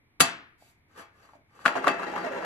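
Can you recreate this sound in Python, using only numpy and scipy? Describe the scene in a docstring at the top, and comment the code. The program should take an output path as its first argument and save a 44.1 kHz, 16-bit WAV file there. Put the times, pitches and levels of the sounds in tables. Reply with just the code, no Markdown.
"""Drinking glass on a glass table

A tumbler is set down hard on a glass table top in a small room, heard from close by.
Fingers shift their grip, slide and tilt it, then spin it loose: its base knocks twice, rattles
and rolls round on its edge. Every contact sounds through the table, the tumbler and the room."""
import sys
import numpy as np
from scipy import signal
from scipy.fft import rfft, irfft, next_fast_len
from scipy.io import wavfile
from scipy.ndimage import map_coordinates

SR = 44100
rng = np.random.default_rng(int(sys.argv[2]) if len(sys.argv) > 2 else 0)


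def file_out(sig):
    """Save sig as 16-bit WAV at sys.argv[1]."""
    # one column per channel
    cols = np.atleast_2d(sig).T
    # limit, then scale
    lim = np.clip(cols, -1, 1)
    pcm = np.round(lim * 32767).astype(np.int16)
    wavfile.write(sys.argv[1], SR, pcm)


N = 108045

# base lands almost flat, one side just after the other: start_s, level_db
LANDING_HITS = [(0.1993, -26), (0.2036, -3), (.2050, -10.5), (0.2078, -2)]
# landing pulse: freq_hz, level_db
LANDING_SPECTRUM = [(30, -24.5), (85, -16.5), (130, -0.5), (260, -0.5), (450, -8), (800, 0), (1250, 1),
                    (2400, -2), (4500, -6.5), (5700, -10), (7800, -7), (11000, -4.5), (13500, -25.5),
                    (16000, -25)]
# base edge strikes the table: start_s, level_db, pitch_hz, wet_db
EDGE_KNOCKS = [(1.591, -41.5, 1100, -16), (1.6540, -9, 1280, 10), (1.6595, -4.8, 1370, -11),
               (1.6632, -16, 2600, -4), (1.6640, -16, 700, -2), (1.6792, -14, 1700, -8),
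               (1.754, -17.5, 940, -4), (1.767, -31, 694, -9), (1.774, -31.5, 990, -19),
               (1.780, -24, 1430, -10), (1.8425, -15.5, 1240, -2.5), (1.8687, -14, 1100, -6),
               (1.8715, -7.5, 1150, -7), (1.8752, -11, 640, -4), (1.8795, -12, 1900, -1),
               (1.886, -18, 1500, -3), (1.994, -21, 1070, 24), (2.032, -20.5, 1260, -3),
               (2.136, -26.5, 820, 15), (2.162, -19, 1004, -8), (2.178, -20.5, 1110, 0),
               (2.273, -31, 810, 16), (2.425, -27, 1060, -14.5)]
# knock pulse: freq_hz, level_db
KNOCK_SPECTRUM = [(30, -24), (60, -14), (120, -7.5), (260, 5.5), (420, -9), (700, -6), (1300, -3.5),
                  (2200, -0.5), (4500, 9.5), (7000, 14), (11000, 30), (15000, -2)]
# rim sings once the hand lets go: start_s, level_db
RIM_ONSETS = [(1.878, -13), (2.25, -23)]
# edge rolls: time_s, level_db, pitch_hz
ROLL_CURVE = [(1.669, -31.5, 892), (1.734, -38.5, 885), (1.764, -25.5, 708), (1.809, -41.5, 830),
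              (1.871, -27, 915), (1.958, -40, 680), (2.018, -31, 756), (2.084, -36, 867),
              (2.138, -31.5, 814), (2.20, -36, 814), (2.262, -33, 674), (2.301, -36, 546),
              (2.37, -35, 532.4), (2.409, -37, 613), (2.45, -29.5, 796)]
# rolling force: freq_hz, level_db
ROLL_SPECTRUM = [(30, -25.5), (140, -21.5), (180, -2.5), (320, -1), (420, 1), (600, -3.5), (1000, -3),
                 (1700, -4), (2600, -11.5), (3800, -23.5), (7000, -32), (11000, -37), (15000, -54)]
# base slides and tilts: time_s, level_db
SLIDE_CURVE = [(.88, -71), (0.931, -62.5), (0.972, -47), (0.998, -41), (1.039, -57.5), (1.10, -83),
               (1.16, -63.5), (1.233, -57), (1.31, -66), (1.351, -61.5), (1.42, -97), (1.482, -77),
               (1.52, -65), (1.606, -50.5), (1.64, -54), (1.658, -34.5)]
# sliding force: freq_hz, level_db
SLIDE_SPECTRUM = [(40, -39), (150, -7), (320, -2.5), (650, -0.5), (1200, 1), (1800, -0.5), (3000, -11),
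                  (5000, -16), (8500, -21), (11500, -18.5), (15000, -39)]
# skin brushes the tumbler wall: time_s, level_db
BRUSH_CURVE = [(0.577, -76), (0.608, -64), (.70, -63.5), (.77, -87)]
# brushing force: freq_hz, level_db
BRUSH_SPECTRUM = [(100, -8), (700, 0), (2000, 8.5), (3000, 2.5), (4300, 3.5), (8000, -0.5), (12000, 3),
                  (16000, -29.5)]
# fingers bump the tumbler: start_s, level_db, pitch_hz, wet_db
FINGER_TAPS = [(.622, -45.5, 699, -6), (.774, -56.5, 150, -10), (1.290, -44, 1126, 9),
               (1.334, -41.5, 900, -1), (1.352, -44, 591, 1)]
# table top ringing: freq_hz, level_db, t60_s
TABLE_MODES = [(172, -32, .2), (268, -19, .14), (327, -24, .3), (553, -24, .3), (603, -21, .25),
               (677, -18, .33), (736, -24, .25), (829, -19, .3), (897, -22, .25), (1070, -22, .2),
               (1198, -18, .2), (1613, -21, .22), (1890, -22, .22), (2260, -23, .17)]
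# tumbler ringing: freq_hz, level_db, t60_s
TUMBLER_MODES = [(2631, -23, .3), (3282, -22, .16), (4065, -23, .15), (4565, -17, .13), (4738, -20, .2),
                 (5286, -23, .17), (6681, -17, .14), (6736, -19, .14), (7175, -18, .13), (8300, -18, .1),
                 (10700, -16, .09), (11487, -14, .08)]
# room reverberation: freq_hz, t60_s
ROOM_DECAY = [(100, 0.21), (300, 0.54), (700, 0.39), (1800, 0.53), (3500, 0.4), (5000, 0.34), (8000, 0.22),
              (10000, 0.2), (14000, .09)]
# left-right likeness of diffuse sound: freq_hz, correlation
STEREO_CORRELATION = [(100, 0.8), (260, 1), (600, 0.049), (950, 0.32), (1400, -0.21), (2000, -0.41),
                      (3500, -0.19), (7000, -2.7), (9100, 1), (11500, .3)]
# stereo balance: freq_hz, left_minus_right_db
STEREO_BALANCE = [(120, 1.5), (300, 1.5), (600, 0.6), (950, 0), (1250, 8.5), (1900, 4), (3000, 1),
                  (6000, -0.6), (12000, 0.7)]
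# room tone: freq_hz, level_db
ROOM_TONE_SPECTRUM = [(25, -13.5), (60, -9), (95, -2.5), (190, -14.5), (320, -12), (500, -23), (900, -21.5),
                      (1500, -25.5), (2300, -14.5), (2600, -29), (4000, -33), (9000, -48), (12000, -40),
                      (15000, -64.5)]

TABLE_DB, TUMBLER_DB, DIRECT_DB, ROOM_DB, ROOM_TONE_DB = -6, 2, -3.5, -8, -66
SCATTER_DB, SCATTER_T60_S = -0.5, 0.056
LANDING_WET_DB, RUB_WET_DB = 5.5, 4.0  # wet: gain on ringing, scatter and room
CONTACT_T60_CYCLES, CONTACT_RISE_CYCLES = 8.5, 0.44
RIM_T60_S, RIM_ATTACK_S = .3, .03
ROLL_PEAK_DB, ROLL_HALF_WIDTH_HZ = 14, 8.2
TRAVEL_1KHZ_S = 0.001242  # bending wave to the table's near edge
LEFT_LEAD_S, CUTOFF_HZ = 5.3e-5, 15900
TIME_S, RING_S = np.arange(N) / SR, np.arange(SR * 3 // 5) / SR


def landing(modes):
    """Glass meets glass, flat and hard: a bright clack."""
    out, pulse = np.zeros((2, N)), click(LANDING_SPECTRUM)
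    for start_s, level_db in LANDING_HITS:
        add_blow(out, start_s, level_db, pulse, impulse_response(modes, LANDING_WET_DB))
    return out


def knocks(rows, modes):
    """Duller contacts: the tumbler springs on the table for a few cycles."""
    out, pulse = np.zeros((2, N)), click(KNOCK_SPECTRUM)
    t = RING_S[:len(pulse)]
    for start_s, level_db, pitch_hz, wet_db in rows:
        rise = 1 - np.exp(-t * pitch_hz / CONTACT_RISE_CYCLES)
        spring = np.sin(2 * np.pi * pitch_hz * t) * decay(t, CONTACT_T60_CYCLES / pitch_hz) * rise
        force = signal.fftconvolve(pulse, spring)
        add_blow(out, start_s, level_db, force, impulse_response(modes, wet_db))
    return out


def rim():
    """The free rim swings in the tumbler's lowest mode."""
    out, pitch_hz = np.zeros(N), TUMBLER_MODES[0][0]
    for start_s, level_db in RIM_ONSETS:
        t = np.maximum(TIME_S - start_s, 0)
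        envelope = decay(t, RIM_T60_S) * (1 - np.exp(-t / RIM_ATTACK_S))
        out += amp(level_db) * unit_energy(np.sin(2 * np.pi * pitch_hz * t) * envelope)
    return out


def rolling(modes):
    """The edge runs round: gritty rumble, pitched by the speed of the contact point."""
    force = grit(ROLL_SPECTRUM, rough_db=ROLL_PEAK_DB * 0 + 3.0, rate_hz=150)
    hz, frame_s, spectra = signal.stft(force, SR, nperseg=2048)
    time_s, _, pitch_hz = np.transpose(ROLL_CURVE)
    offset_hz = hz[:, None] - np.interp(frame_s, time_s, pitch_hz)
    peak = 1 + amp(ROLL_PEAK_DB) / (1 + (offset_hz / ROLL_HALF_WIDTH_HZ) ** 2)
    rumble = signal.istft(spectra * peak, SR)[1][:N]
    return rub(rumble, ROLL_CURVE, modes)


def handling(modes):
    """The hand slides the tumbler; fingers brush and bump its wall."""
    slide = rub(grit(SLIDE_SPECTRUM, rough_db=2.0, rate_hz=250), SLIDE_CURVE, modes)
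    brush = rub(grit(BRUSH_SPECTRUM, rough_db=1.5, rate_hz=200), BRUSH_CURVE, modes)
    return slide + brush + knocks(FINGER_TAPS, modes)


def click(spectrum, size=2048):
    """Minimum-phase pulse with this spectrum."""
    hz = np.fft.rfftfreq(size, 1 / SR)
    cepstrum = irfft(np.log(amp(log_interp(spectrum, hz))))
    cepstrum[1:size // 2] *= 2
    cepstrum[size // 2 + 1:] = 0
    return irfft(np.exp(rfft(cepstrum)))


def add_blow(out, start_s, level_db, force, response):
    """Adds one blow; level is its energy spread over 1 ms."""
    blow = unit_energy(signal.fftconvolve(force[None], response, axes=1)) * np.sqrt(SR / 1000)
    span = out[:, round(start_s * SR):][:, :blow.shape[1]]
    span += amp(level_db) * blow[:, :span.shape[1]]


def grit(spectrum, rough_db, rate_hz):
    """Force of countless tiny bumps, bunched at rate_hz."""
    knots = rng.standard_normal(N)[:int(N * rate_hz / SR) + 4]
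    bunching = map_coordinates(knots, [TIME_S * rate_hz])
    bumps = rng.standard_normal(N) * amp(rough_db * bunching)
    return filtered(bumps, lambda hz: amp(log_interp(spectrum, hz)))


def rub(force, curve, modes):
    """A lasting force shakes the table along a level curve."""
    time_s, level_db = np.transpose(curve)[:2]
    gate = (TIME_S > time_s[0]) & (TIME_S < time_s[-1] + .03)
    envelope = amp(np.interp(TIME_S, time_s, level_db)) * gate
    response = impulse_response(modes, RUB_WET_DB)
    radiate = lambda x: signal.fftconvolve(x[None], response, axes=1)[:, :N]
    return radiate(force * envelope) / radiate(force).std()


def impulse_response(modes, wet_db):
    """Sound of one push: direct wave, modes, bending waves scattered in the table top, room."""
    room = reverb()
    scatter = diffuse_noise(len(RING_S)) * decay(RING_S, SCATTER_T60_S)
    tail = modes + amp(SCATTER_DB) * unit_energy(scatter) + amp(ROOM_DB) * unit_energy(room)
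    direct = bending_wave()
    return amp(DIRECT_DB) * np.pad(direct, (0, len(RING_S) - len(direct))) + amp(wet_db) * tail


def bending_wave(size=2048):
    """The plate disperses a push into a chirp, treble first."""
    hz = np.fft.rfftfreq(size, 1 / SR)
    lag_rad = 4 * np.pi * TRAVEL_1KHZ_S * np.sqrt(1000 * hz)
    return irfft(np.exp(-1j * lag_rad))[:size // 2]


def ringing(rows):
    """Damped modes; level sets each one's energy."""
    return sum(amp(level_db) * unit_energy(np.cos(2 * np.pi * freq_hz * RING_S) * decay(RING_S, t60_s))
               for freq_hz, level_db, t60_s in rows)


def reverb():
    """Room reflections: diffuse noise dying away band by band."""
    hz, frame_s, spectra = signal.stft(diffuse_noise(len(RING_S)), SR, nperseg=256)
    envelope = decay(frame_s, log_interp(ROOM_DECAY, hz)[:, None])
    return signal.istft(spectra * envelope, SR)[1][:, :len(RING_S)]


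def room_tone():
    """Faint steady hum and hiss of the room."""
    noise = filtered(diffuse_noise(N), lambda hz: amp(log_interp(ROOM_TONE_SPECTRUM, hz)))
    return amp(ROOM_TONE_DB) * unit_rms(noise)


def diffuse_noise(n):
    """Stereo noise; left-right correlation varies with frequency."""
    def mid_side_gain(hz):
        angle_rad = np.arccos(np.clip(log_interp(STEREO_CORRELATION, hz), -1, 1)) / 2
        return np.array([np.cos(angle_rad), np.sin(angle_rad)])
    mid, side = filtered(rng.standard_normal((2, n)), mid_side_gain)
    return np.array([mid + side, mid - side])


def amp(db):
    return 10 ** (np.asarray(db) / 20)


def unit_rms(x):
    return x / np.sqrt(np.mean(x ** 2) + 1e-20)


def unit_energy(x):
    return unit_rms(x) / np.sqrt(x.shape[-1])


def decay(t, t60_s):
    return 1000.0 ** (-t / np.maximum(t60_s, 1e-4))


def log_interp(points, hz):
    freq_hz, values = np.transpose(points)
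    return np.interp(np.log(hz + 1), np.log(freq_hz + 1), values)


def filtered(x, gain):
    n = x.shape[-1]
    size = next_fast_len(n + 4096)
    return irfft(rfft(x, size) * gain(np.fft.rfftfreq(size, 1 / SR)), size)[..., :n]


def scene():
    """Glass over room tone; it reaches the nearer left port sooner and, in the mids, louder."""
    modes = amp(TABLE_DB) * ringing(TABLE_MODES) + amp(TUMBLER_DB) * ringing(TUMBLER_MODES)
    glass = landing(modes) + knocks(EDGE_KNOCKS, modes) + rim() + rolling(modes) + handling(modes)
    side = np.array([[.5], [-.5]])
    balance = lambda hz: amp(side * log_interp(STEREO_BALANCE, hz))
    lead = lambda hz: np.exp(2j * np.pi * hz * side * LEFT_LEAD_S)
    return filtered(glass, lambda hz: balance(hz) * lead(hz)) + room_tone()


def record(dry):
    """Soft clip, then a steep low-pass."""
    rounded = dry / (1 + np.abs(dry / .95) ** 6) ** (1 / 6)
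    return filtered(rounded, lambda hz: 1 / np.sqrt(1 + (hz / CUTOFF_HZ) ** 120))


dry = scene()
out = record(dry)
file_out(out)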